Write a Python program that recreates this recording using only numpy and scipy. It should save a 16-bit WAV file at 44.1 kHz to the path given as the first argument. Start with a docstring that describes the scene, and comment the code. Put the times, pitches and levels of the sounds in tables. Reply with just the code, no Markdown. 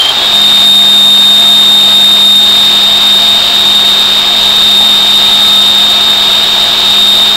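"""A petrol block saw runs on an open building site, its diamond blade spinning free over the beat and
clatter of a four-stroke engine and a faint breeze. At first the steel disc squeals briefly; within a
second, air rushing over its segments sets it whistling steadily on one mode. Near 5 s a concrete block
is set on the tray, then tipped flat. Throughout, a small overloaded recorder ducks and clips, and its
uneven sample clock adds a hum and thin high tones."""
import sys
import numpy as np
from scipy import signal
from scipy.fft import rfft, irfft, next_fast_len
from scipy.io import wavfile
from scipy.ndimage import map_coordinates

SR = 44100
rng = np.random.default_rng(int(sys.argv[2]) if len(sys.argv) > 2 else 0)


def generate_wav(sig):
    """Save sig (samples, or channels by samples) to the path in sys.argv[1] as 16-bit PCM at SR."""
    pcm = np.round(np.clip(np.atleast_2d(sig).T, -1, 1) * 32767).astype(np.int16)
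    wavfile.write(sys.argv[1], SR, pcm)


N = 324576
TIME = np.arange(N) / SR

# Levels are relative within each table.
# brief squeals of the disc: start t/s, end t/s, f/Hz, level/dB
SQUEALS = [(-.03, 0.022, 3138, -4), (0.001, 0.082, 3140, -8.5), (0.085, 0.117, 3190, -6.5),
           (0.169, 0.19, 3668, -11), (0.175, 0.29, 3350, -14)]
# envelope of the disc's main mode: t/s, level/dB
WHISTLE_ENVELOPE = [(0.0, 14.5), (1.66, 12.5), (1.88, 10), (2.05, 12), (2.35, 12.5), (2.58, 7.6),
                    (3.25, 8.5), (3.48, 3.5), (3.76, 7.5), (4.2, 5), (4.87, 8.5), (5.48, 7), (5.61, 10),
                    (5.95, 6.8), (6.45, 5), (6.77, 2.5), (7.05, 9.5), (7.36, 5.5)]
# spectral density of the air rushing off the rim: f/Hz, level/dB
RIM_AIR_SPECTRUM = [(1900, -27.5), (2400, -13.5), (2800, -12), (3050, -7), (3370, -6.5), (3480, -5.5),
                    (3650, -3.5), (3820, -1), (3950, -1.5), (4120, -8), (4500, -11), (4900, -13),
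                    (5700, -22), (9000, -36.5)]
# disc modes that the air stirs without locking on: f/Hz, bandwidth/Hz, level/dB
DISC_MODES = [(3040, 12, -29), (3085, 30, -29), (3300, 30, -32), (3437, 12, -24), (3478, 16, -21.5),
              (3550, 18, -25), (3633, 5, -23), (3788, 18, -18.5), (3840, 20, -20), (3878, 20, -19.5),
              (3925, 26, -20)]
# envelope of the whole engine: t/s, level/dB
ENGINE_ENVELOPE = [(0, 1.1), (1.2, 2.9), (2.3, 1.5), (2.7, 0.5), (4.2, 0.5), (7.36, 0.8)]
# strongest harmonics of the firing rate: harmonic number, level/dB
ENGINE_HARMONICS = [(5, -48.0), (8, -45.0), (9, -49.0), (10, -52.0), (11, -44.0), (13, -46.0), (14, -51.0),
                    (15, -46.0), (17, -41.0), (20, -43.0), (22, -37.0), (23, -48.0), (25, -40.0),
                    (26, -35.0), (28, -44.0), (32, -45.0), (33, -43.0), (36, -42.0), (38, -43.0),
                    (42, -42.0), (44, -47.0), (46, -46.0), (49, -46.0), (52, -45.0)]
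# envelope of one harmonic that swells and fades: t/s, level/dB
SWELLING_ENVELOPE = [(0, -50), (2, -34), (4.8, -35), (5.1, -31), (6.35, -28.5), (6.55, -36), (7.36, -30)]
# spectral density of the engine's clatter: f/Hz, level/dB
CLATTER_SPECTRUM = [(20, -18), (120, -19), (280, -13), (400, -1), (560, -2), (760, 1.5), (1100, 1.5),
                    (1450, 1.5), (2000, -1), (3000, -1.5), (6000, -24.5), (7000, -8.5), (10000, -47),
                    (15000, -45)]
# narrow low tones of the spinning blade (first two rows), and ringing of the covers and frame:
# f/Hz, bandwidth/Hz, level/dB
BLADE_AND_PANEL_BANDS = [(371.2, 7.3, -36.5), (397, 4.4, -41.5), (663, 20, -35.5), (697, 13.5, -30.5),
                         (840, 12, -37), (907, 51, -30), (1082, 140, -32), (1270, 20, -57), (1636, 61, -33)]
# envelope of the breeze: t/s, level/dB
BREEZE_ENVELOPE = [(0, -60), (1, -52), (2.2, -45), (4.2, -42), (6, -49), (7.36, -45)]
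# spectral density of the breeze: f/Hz, level/dB
BREEZE_SPECTRUM = [(15, 8), (40, 13), (110, -5), (250, -17), (800, -31)]
# impacts of the block on the tray: t/s, level/dB
BLOCK_IMPACTS = [(4.808, -18), (4.826, -22), (5.385, -29), (5.42, -24)]
# modes of the steel tray: f/Hz, bandwidth/Hz, level/dB
TRAY_MODES = [(560, 50, -11), (694, 31, -3), (810, 40, 8), (915, 50, -13), (1170, 57, -1), (1950, 120, -7)]


def from_db(db):
    """Amplitude ratio of a level in decibels."""
    return 10 ** (np.asarray(db) / 20)


def unit_rms(x):
    """Normalisation to unit mean power."""
    return x / np.sqrt(np.mean(x ** 2) + 1e-20)


def level_curve(envelope):
    """Linear interpolation of an envelope: its level in dB at every sample."""
    return np.interp(TIME, *np.transpose(envelope))


def phase_of(hz):
    """Phase in radians, the time integral of angular frequency."""
    return 2 * np.pi * np.cumsum(hz) / SR


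def drift(hz):
    """Slow random fluctuation: noise of unit rms, low-passed at hz."""
    step, run_in = 40, 2000
    pole = np.exp(-2 * np.pi * hz * step / SR)
    noise = rng.standard_normal(N // step + run_in + 2)
    slow = signal.lfilter([1], [1, -2 * pole, pole * pole], noise)[run_in:]
    return np.interp(np.arange(N) / step, np.arange(len(slow)), unit_rms(slow))


def coloured(x, spectrum):
    """Spectral shaping by a smooth curve, to unit rms."""
    hz, db = np.transpose(spectrum)
    size = next_fast_len(N)
    bin_hz = np.maximum(np.arange(size // 2 + 1) * SR / size, 1)
    gain = from_db(np.interp(np.log(bin_hz), np.log(hz), db))
    return unit_rms(irfft(rfft(x, size) * gain, size)[:N])


def resonance(force, hz, bandwidth):
    """Forced response of a damped oscillator, at unit rms."""
    r = np.exp(-np.pi * bandwidth / SR)
    feedback = [1, -2 * r * np.cos(2 * np.pi * hz / SR), r * r]
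    return unit_rms(signal.lfilter([1, 0, -1], feedback, force))


def speed_shortfall(build_up_s=0.72):
    """Starting transient: 1 at first, easing to 0 as the blade reaches speed."""
    return np.maximum(1 - TIME / build_up_s, 0) ** 1.6


def disc_squeals(rise_hz_per_s=200):
    """Transient oscillation: the disc sings in bursts, each gliding up as the blade gathers speed."""
    out = np.zeros(N)
    for start, end, hz, db in SQUEALS:
        progress = np.clip((TIME - start) / (end - start), 0, 1)
        swell = np.sqrt(np.abs(np.sin(np.pi * progress))) * from_db(db + 2.4 * drift(47))
        out += swell * np.sin(phase_of(hz + rise_hz_per_s * (TIME - start)))
    return np.sqrt(2) * out


def disc_whistle(mode_hz=3685, flat_hz=85, settle_s=0.12, level_db=-12, build_up_db=24):
    """Flow-excited oscillation: one sharp disc mode builds up, modulated a little by turbulence."""
    flutter_db = 1.08 * drift(16)
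    db = level_db + level_curve(WHISTLE_ENVELOPE) - build_up_db * speed_shortfall() + flutter_db
    wander_hz = 1.39 * drift(7.6)
    hz = mode_hz - flat_hz * np.exp(-TIME / settle_s) + wander_hz
    return np.sqrt(2) * from_db(db) * np.sin(phase_of(hz))


def rim_air(hiss_db=-11, ringing_db=-5.5, gust_db=0.5, build_up_db=1):
    """Vortex shedding: eddies off the segments hiss around the whistle's pitch and ring the disc."""
    hiss = from_db(hiss_db) * coloured(rng.standard_normal(N), RIM_AIR_SPECTRUM)
    ringing = sum(from_db(db) * resonance(rng.standard_normal(N), hz, bandwidth)
                  for hz, bandwidth, db in DISC_MODES)
    gain = from_db(gust_db * drift(5.5) - build_up_db * speed_shortfall())
    return gain * (hiss + from_db(ringing_db) * ringing)


def engine_tones(firing_phase, level_db=1, waver_db=2, wander_rad=0.29, swelling_harmonic=40):
    """Harmonic series: periodic firing gives tones at multiples of its rate, each wavering alone."""
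    harmonics = list(ENGINE_HARMONICS) + [(swelling_harmonic, level_curve(SWELLING_ENVELOPE))]
    out = np.zeros(N)
    for number, db in harmonics:
        phase = number * firing_phase + rng.uniform(0, 2 * np.pi) + wander_rad * drift(7.7)
        out += from_db(db + waver_db * drift(4.2)) * np.sin(phase)
    return np.sqrt(2) * from_db(level_db) * out


def clatter(firing_phase, broadband_db=-20, bands_db=1, knock_db=2.5, stroke_db=1.7):
    """Forced vibration: valve gear and piston knock six times a cycle, shaking covers and frame.
    The spinning blade adds two narrow low tones."""
    knocks = np.cos(6 * firing_phase) + np.cos(12 * firing_phase)
    shaking = from_db(knock_db * knocks + stroke_db * np.cos(2 * firing_phase))
    broadband = coloured(shaking * rng.standard_normal(N), CLATTER_SPECTRUM)
    excitation = shaking * rng.standard_normal(N)
    bands = sum(from_db(db) * resonance(excitation, hz, bandwidth)
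                for hz, bandwidth, db in BLADE_AND_PANEL_BANDS)
    return from_db(broadband_db) * broadband + from_db(bands_db) * bands


def engine(firing_hz=32.28, hunting_hz=0.03):
    """Periodic excitation: tones and clatter share one governed firing rate, which hunts slightly."""
    firing_phase = phase_of(firing_hz + hunting_hz * drift(0.5))
    gain = from_db(level_curve(ENGINE_ENVELOPE))
    return gain * (engine_tones(firing_phase) + clatter(firing_phase))


def breeze():
    """Pressure fluctuation: air moving past the microphone makes a faint rumble."""
    return from_db(level_curve(BREEZE_ENVELOPE)) * coloured(rng.standard_normal(N), BREEZE_SPECTRUM)


def block_knocks(level_db=3.5):
    """Damped free vibration: each impact of the block starts the tray's modes, which then decay."""
    out = np.zeros(N)
    age = np.arange(SR // 5) / SR
    for onset_s, impact_db in BLOCK_IMPACTS:
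        start = int(onset_s * SR)
        for hz, bandwidth, mode_db in TRAY_MODES:
            amplitude = from_db(impact_db + mode_db + rng.normal())
            decay = np.exp(-np.pi * bandwidth * age)
            out[start:start + len(age)] += amplitude * decay * np.sin(2 * np.pi * hz * age)
    return from_db(level_db) * out


def scene():
    """Superposition in the open air: saw, breeze and block add in one channel."""
    saw = disc_squeals() + disc_whistle() + rim_air() + engine()
    return (saw + breeze() + block_knocks())[None]


def gain_control(x, threshold_db=-3, slope=0.66, response_s=0.0048):
    """Compression: the gain sinks as the running power rises over a threshold."""
    pole = np.exp(-1 / (response_s * SR))
    power = signal.lfilter([1 - pole], [1, -pole], x ** 2)
    excess_db = np.maximum(10 * np.log10(power + 1e-9) - threshold_db, 0)
    return x * from_db(-slope * excess_db)


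def overload(x, drive_db=-1.5, limit=0.95, hardness=7.4):
    """Saturation: peaks are flattened against the converter's limit."""
    x = x * from_db(drive_db)
    return x / (1 + np.abs(x / limit) ** hardness) ** (1 / hardness)


def uneven_clock(x, skip_hz=3899.6, buffer_hz=47.3, slip=0.21, depth_samples=0.91):
    """Phase modulation: skipped samples give the whistle sidebands, heard as a hum and high tones."""
    skips = skip_hz * TIME - slip * np.floor(buffer_hz * TIME)  # each buffer slips by part of a skip
    timing_error = depth_samples * (skips % 1 - 0.5)
    return map_coordinates(x, [np.arange(N) - timing_error], order=3, mode="nearest")


def record(dry, cutoff_hz=15750):
    """Distortion in cascade: compression, saturation and clock error, then a low-pass filter."""
    distorted = uneven_clock(overload(gain_control(dry[0])))
    low_pass = signal.firwin(1001, cutoff_hz, fs=SR)
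    return signal.fftconvolve(distorted, low_pass, "same")[None]


dry = scene()
out = record(dry)
generate_wav(out)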